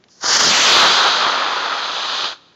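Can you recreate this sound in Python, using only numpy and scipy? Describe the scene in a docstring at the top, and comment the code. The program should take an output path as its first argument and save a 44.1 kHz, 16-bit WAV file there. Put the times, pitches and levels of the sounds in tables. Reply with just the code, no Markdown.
"""Two faint ticks and a thin fizz: an igniter lights a model rocket beside a microphone in the grass.
The motor catches with a bright hiss on the pad, then climbs away and burns out. Turbulent mixing
makes the jet's roar and hiss, and random shocks make it crackle. Interference with the ground
reflection sweeps down as the rocket lifts. The recorder overloads while the motor is near,
and a faint echo hangs over the field."""
import sys
import numpy as np
from scipy import signal
from scipy.fft import rfft, irfft, next_fast_len
from scipy.io import wavfile

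SR = 44100
rng = np.random.default_rng(int(sys.argv[2]) if len(sys.argv) > 2 else 0)


def materialize(psi):
    """Save the field psi as 16-bit PCM at rate SR to the path in sys.argv[1].

    A 1-D psi becomes a single channel; in a 2-D psi each row is a channel.
    """
    bounded = np.clip(np.atleast_2d(psi).T, -1, 1)
    quanta = np.round(bounded * 32767).astype(np.int16)
    wavfile.write(sys.argv[1], SR, quanta)


N = 112454
CUTOFF_HZ = 15700


def flight_jet():
    """Jet noise: turbulence and one train of shocks feed roar and hiss, which end together at burnout."""
    # plume roar, nozzle hiss, rush of the passing plume: (time [s], level [dB])
    roar_level = [(0.42, -53), (0.52, -17.5), (0.62, -21), (0.74, -12), (0.82, -10), (0.93, -15.5),
                  (1.06, -15.5), (1.13, -17.5), (1.32, -18), (1.52, -21.5), (1.68, -21.5), (1.85, -25.5),
                  (2.1, -25.5), (2.26, -25.5)]
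    hiss_level = [(0.42, -26), (0.5, -17), (0.58, -19.5), (0.7, -10.5), (0.81, -11), (0.92, -14),
                  (1.02, -15.5), (1.2, -19), (1.45, -26), (1.75, -28), (2.0, -25), (2.24, -23)]
    rush_level = [(0.44, -33.5), (0.49, -20), (0.54, -12), (0.68, -14), (0.8, -18), (0.95, -22),
                  (1.25, -44.5), (1.6, -60)]
    # their spectra: (frequency [Hz], level [dB])
    roar_colour = [(40, -32.5), (100, -26.5), (220, -16.5), (450, -9), (800, -3), (1250, 1.5), (1600, -3),
                   (2100, -11), (3000, -14.5), (8000, -52.5)]
    hiss_colour = [(800, -19.5), (2000, -25.5), (2450, -3), (2750, -6), (3250, 4.5), (4000, 3.5),
                   (4900, -2), (5600, -12), (6200, -8), (6600, -12.5), (7100, -15.5), (8000, -19.5),
                   (10300, -14.5), (14000, -31)]
    rush_colour = [(300, -13), (1100, -2), (2000, 1), (2900, 1.5), (3700, -10.5), (4550, 3), (5200, -5),
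                   (5950, -1.5), (7000, -6), (7600, 2.5), (8500, -16), (14000, -6)]
    # shocks relative to the smooth roar: (time [s], level [dB])
    crackle_level = [(0.5, -15), (1.1, -9.5), (1.45, -1.5), (1.9, -4), (2.25, -1.5)]
    shocks_per_s, spread_db, hiss_crackle_db = 700, 0.5, -6.5
    burnout_s, taper_db_per_s = 2.257, 127
    flameout_s, flameout_db_per_s = 2.325, 328
    sizes = from_db(spread_db * np.minimum(rng.exponential(1, N), 3.5))
    shocks = rms_one((rng.random(N) < shocks_per_s / SR) * sizes)
    crackle = from_db(in_time(crackle_level))
    shocks = (shocks - shocks.mean()) * crackle
    roar = (turbulence(flutter_db=1.63, rate_hz=49) + shocks) / np.sqrt(1 + crackle ** 2)
    hiss = turbulence(flutter_db=0.33, rate_hz=82) + from_db(hiss_crackle_db) * shocks
    jet = level(roar_level) * coloured(roar, roar_colour)
    jet += level(hiss_level) * coloured(hiss, hiss_colour)
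    jet += level(rush_level) * noise(rush_colour)
    taper_db = taper_db_per_s * np.maximum(seconds() - burnout_s, 0)
    flameout_db = flameout_db_per_s * np.maximum(seconds() - flameout_s, 0)
    return jet * from_db(-taper_db - flameout_db)


def pad_jet():
    """Turbulent mixing on the pad: a thin fizz fills out to a full hiss as the propellant catches."""
    # jet on and just above the pad: (time [s], level [dB])
    pad_level = [(0.07, -74), (0.11, -48.5), (0.16, -51), (0.2, -47), (0.24, -19.5), (0.28, -15),
                 (0.32, -11.5), (0.36, -7.5), (0.385, -15.5), (0.41, -11), (0.48, -9.5), (0.54, -23),
                 (0.62, -18), (0.75, -22.5), (1.3, -83)]
    # its spectrum: (frequency [Hz], level [dB])
    pad_colour = [(60, -9), (200, -13.5), (600, -4), (1200, 3), (1700, 4.5), (2500, -5), (3150, 1.5),
                  (3900, -4), (4600, 2.5), (6200, 1), (7200, 2), (8000, -5.5), (14000, -10)]
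    catch_s, rise_s, fizz_edge_hz = 0.2, 0.022, 4300
    jet = coloured(turbulence(flutter_db=1.6, rate_hz=59), pad_colour)
    fizz = signal.sosfilt(butterworth(2, fizz_edge_hz, "high"), noise(pad_colour))
    caught = 0.5 + 0.5 * np.tanh((seconds() - catch_s) / rise_s)
    return level(pad_level) * (np.sqrt(caught) * jet + np.sqrt(1 - caught) * fizz)


def chuffs():
    """Unsteady combustion: uneven burning radiates short puffs of noise."""
    # puffs: (time [s], level [dB])
    puffs = [(0.2418, -14), (1.170, -14), (1.266, -14.5), (2.24, -15), (2.253, -25)]
    # their spectrum: (frequency [Hz], level [dB])
    puff_colour = [(30, -15), (100, -12.5), (220, 1.5), (600, -8.5), (1300, 4), (2200, -2), (7000, -24.5)]
    return bursts(puffs, puff_colour, decay_s=0.0027)


def thumps():
    """Bipolar pulses: each clump leaving the nozzle gives one push and pull of pressure."""
    # pressure pulses: (time [s], level [dB])
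    pulses = [(0.2422, -24), (1.158, -21), (1.2673, -14.5), (2.243, -27.5)]
    width_s = 0.0005
    phases = [((seconds() - s) / width_s, db) for s, db in pulses]
    return sum(from_db(db) * u * np.exp(-u ** 2 / 2) for u, db in phases)


def buffet():
    """Jet impingement: exhaust striking the ground makes a lumpy rumble."""
    # rumble: (time [s], level [dB])
    rumble_level = [(0.22, -64), (0.3, -46), (0.41, -32), (0.475, -19), (0.53, -27), (0.575, -41.5),
                    (0.72, -28), (0.84, -26), (0.95, -41), (1.5, -82.5)]
    # its spectrum: (frequency [Hz], level [dB])
    rumble_colour = [(20, 4.5), (60, -2.5), (130, -7.5), (200, -0.5), (320, -5.5), (700, -13),
                     (2000, -68.5)]
    return level(rumble_level) * coloured(turbulence(flutter_db=1.5, rate_hz=51), rumble_colour)


def igniter():
    """Broadband transients: the igniter ticks twice."""
    # ticks: (time [s], level [dB])
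    ticks = [(0.0395, -46), (0.0850, -47.5)]
    # their spectrum: (frequency [Hz], level [dB])
    tick_colour = [(200, -1), (1200, -2), (2200, -2), (3600, 2), (4800, -1), (5800, -9), (7500, -14)]
    return bursts(ticks, tick_colour, decay_s=0.004)


def over_ground(x):
    """Comb filtering: the reflection lags more as the rocket rises, so the notches sweep down."""
    # ground reflection: (time [s], lag [ms], strength [0-1])
    reflection = [(0.285, 0.19, 0.63), (0.32, .198, 0.3), (0.44, .2, 0.27), (0.48, 0.2, 0.34),
                  (0.55, 0.343, 0), (0.62, .3, 0.24), (0.72, 0.42, 0.11), (1.0, 0.69, 0.03)]
    lag_ms, strength = in_time(reflection)
    reflected = np.interp(seconds() - lag_ms / 1000, seconds(), x)
    return (x + strength * reflected) / np.sqrt(1 + strength ** 2)


def field_echo(x):
    """Diffuse scattering: the field and far trees return a faint, exponentially decaying tail."""
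    echo_db, t60_s, delay_s = -26.5, 1.6, 0.033
    t = seconds()
    tail = rng.standard_normal(N) * (t > delay_s) * from_db(-60 * t / t60_s)
    tail /= np.sqrt(np.sum(tail ** 2))
    dull = signal.sosfilt(butterworth(1, hz=12000), x)
    return from_db(echo_db) * signal.fftconvolve(dull, tail)[:N]


def open_air():
    """Ambient noise: a steady, low hush over the field."""
    # its spectrum: (frequency [Hz], level [dB])
    air_colour = [(25, -5), (70, 4), (150, 3.5), (350, 0.5), (600, -7), (1200, -12), (2400, -17),
                  (3300, -17.5), (5000, -22), (7000, -22.5), (12000, -45)]
    return from_db(-55.5) * noise(air_colour)


def from_db(db):
    """Decibels to amplitude ratio."""
    return 10 ** (np.asarray(db) / 20)


def rms_one(x):
    """Normalisation to unit rms."""
    return x / np.sqrt(np.mean(x ** 2) + 1e-20)


def seconds():
    """Time of every sample."""
    return np.arange(N) / SR


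def in_time(rows):
    """Linear interpolation in time, one curve per column."""
    times, *columns = np.transpose(rows)
    return np.squeeze([np.interp(seconds(), times, column) for column in columns])


def level(rows):
    """Amplitude envelope from (time [s], level [dB]); silent before the first row."""
    return from_db(in_time(rows)) * (seconds() >= rows[0][0])


def butterworth(order, hz, kind="low"):
    """Filter with a maximally flat passband."""
    return signal.butter(order, hz, kind, fs=SR, output="sos")


def coloured(x, colour):
    """Spectral shaping by (frequency [Hz], level [dB]); unit rms."""
    size = next_fast_len(N + SR // 10)
    hz = np.maximum(np.arange(size // 2 + 1) * SR / size, 1)
    points, db = np.transpose(colour)
    gain = from_db(np.interp(np.log(hz), np.log(points), db))
    gain *= hz / (hz + 10) / np.sqrt(1 + (hz / CUTOFF_HZ) ** 16)  # roll off both ends
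    return rms_one(irfft(rfft(x, size) * gain, size)[:N])


def noise(colour):
    """Stationary Gaussian noise with a given spectrum."""
    return coloured(rng.standard_normal(N), colour)


def turbulence(flutter_db, rate_hz):
    """Random amplitude modulation: white noise whose strength flutters."""
    white = rng.standard_normal(N)
    hop, settle = 40, 2000
    pole = np.exp(-2 * np.pi * rate_hz * hop / SR)
    kicks = rng.standard_normal(N // hop + settle + 2)
    slow = signal.lfilter([1], [1, -2 * pole, pole ** 2], kicks)[settle:]
    drift = np.interp(np.arange(N) / hop, np.arange(len(slow)), rms_one(slow))
    return rms_one(white * from_db(flutter_db * drift))


def bursts(rows, colour, decay_s):
    """Noise transients with instant onset and exponential decay."""
    t = seconds()
    envelope = sum(from_db(db) * (t >= s) * np.exp(-np.abs(t - s) / decay_s) for s, db in rows)
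    return envelope * noise(colour)


def squash(x, size, top, knee):
    """Soft saturation: gain falls as the signal's size nears the top."""
    return x / (1 + (size / top) ** knee) ** (1 / knee)


def scene():
    """Superposition of motor, igniter and open air, the same in both channels."""
    motor = over_ground(pad_jet() + flight_jet() + chuffs()) + thumps()
    air = open_air()
    mono = motor + igniter() + buffet() + field_echo(motor) + air
    return np.array([mono, mono])


def record(dry):
    """Overload and band limiting: an instant limiter, a leaky voice band, rounded peaks, a top cut."""
    low_cut_hz, voice_band_hz, leak_db = 128, 7235, -31.5
    envelope = np.abs(signal.hilbert(dry))
    limited = squash(dry, envelope, top=0.57, knee=4.25)
    limited = signal.sosfiltfilt(butterworth(1, low_cut_hz, "high"), limited)
    narrow = signal.sosfiltfilt(butterworth(12, voice_band_hz), limited)
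    narrow += from_db(leak_db) * limited
    rounded = squash(narrow, np.abs(narrow), top=0.54, knee=13)
    top_cut = signal.cheby2(16, 50, CUTOFF_HZ + 400, fs=SR, output="sos")
    return signal.sosfiltfilt(top_cut, rounded)


dry = scene()
out = record(dry)
materialize(out)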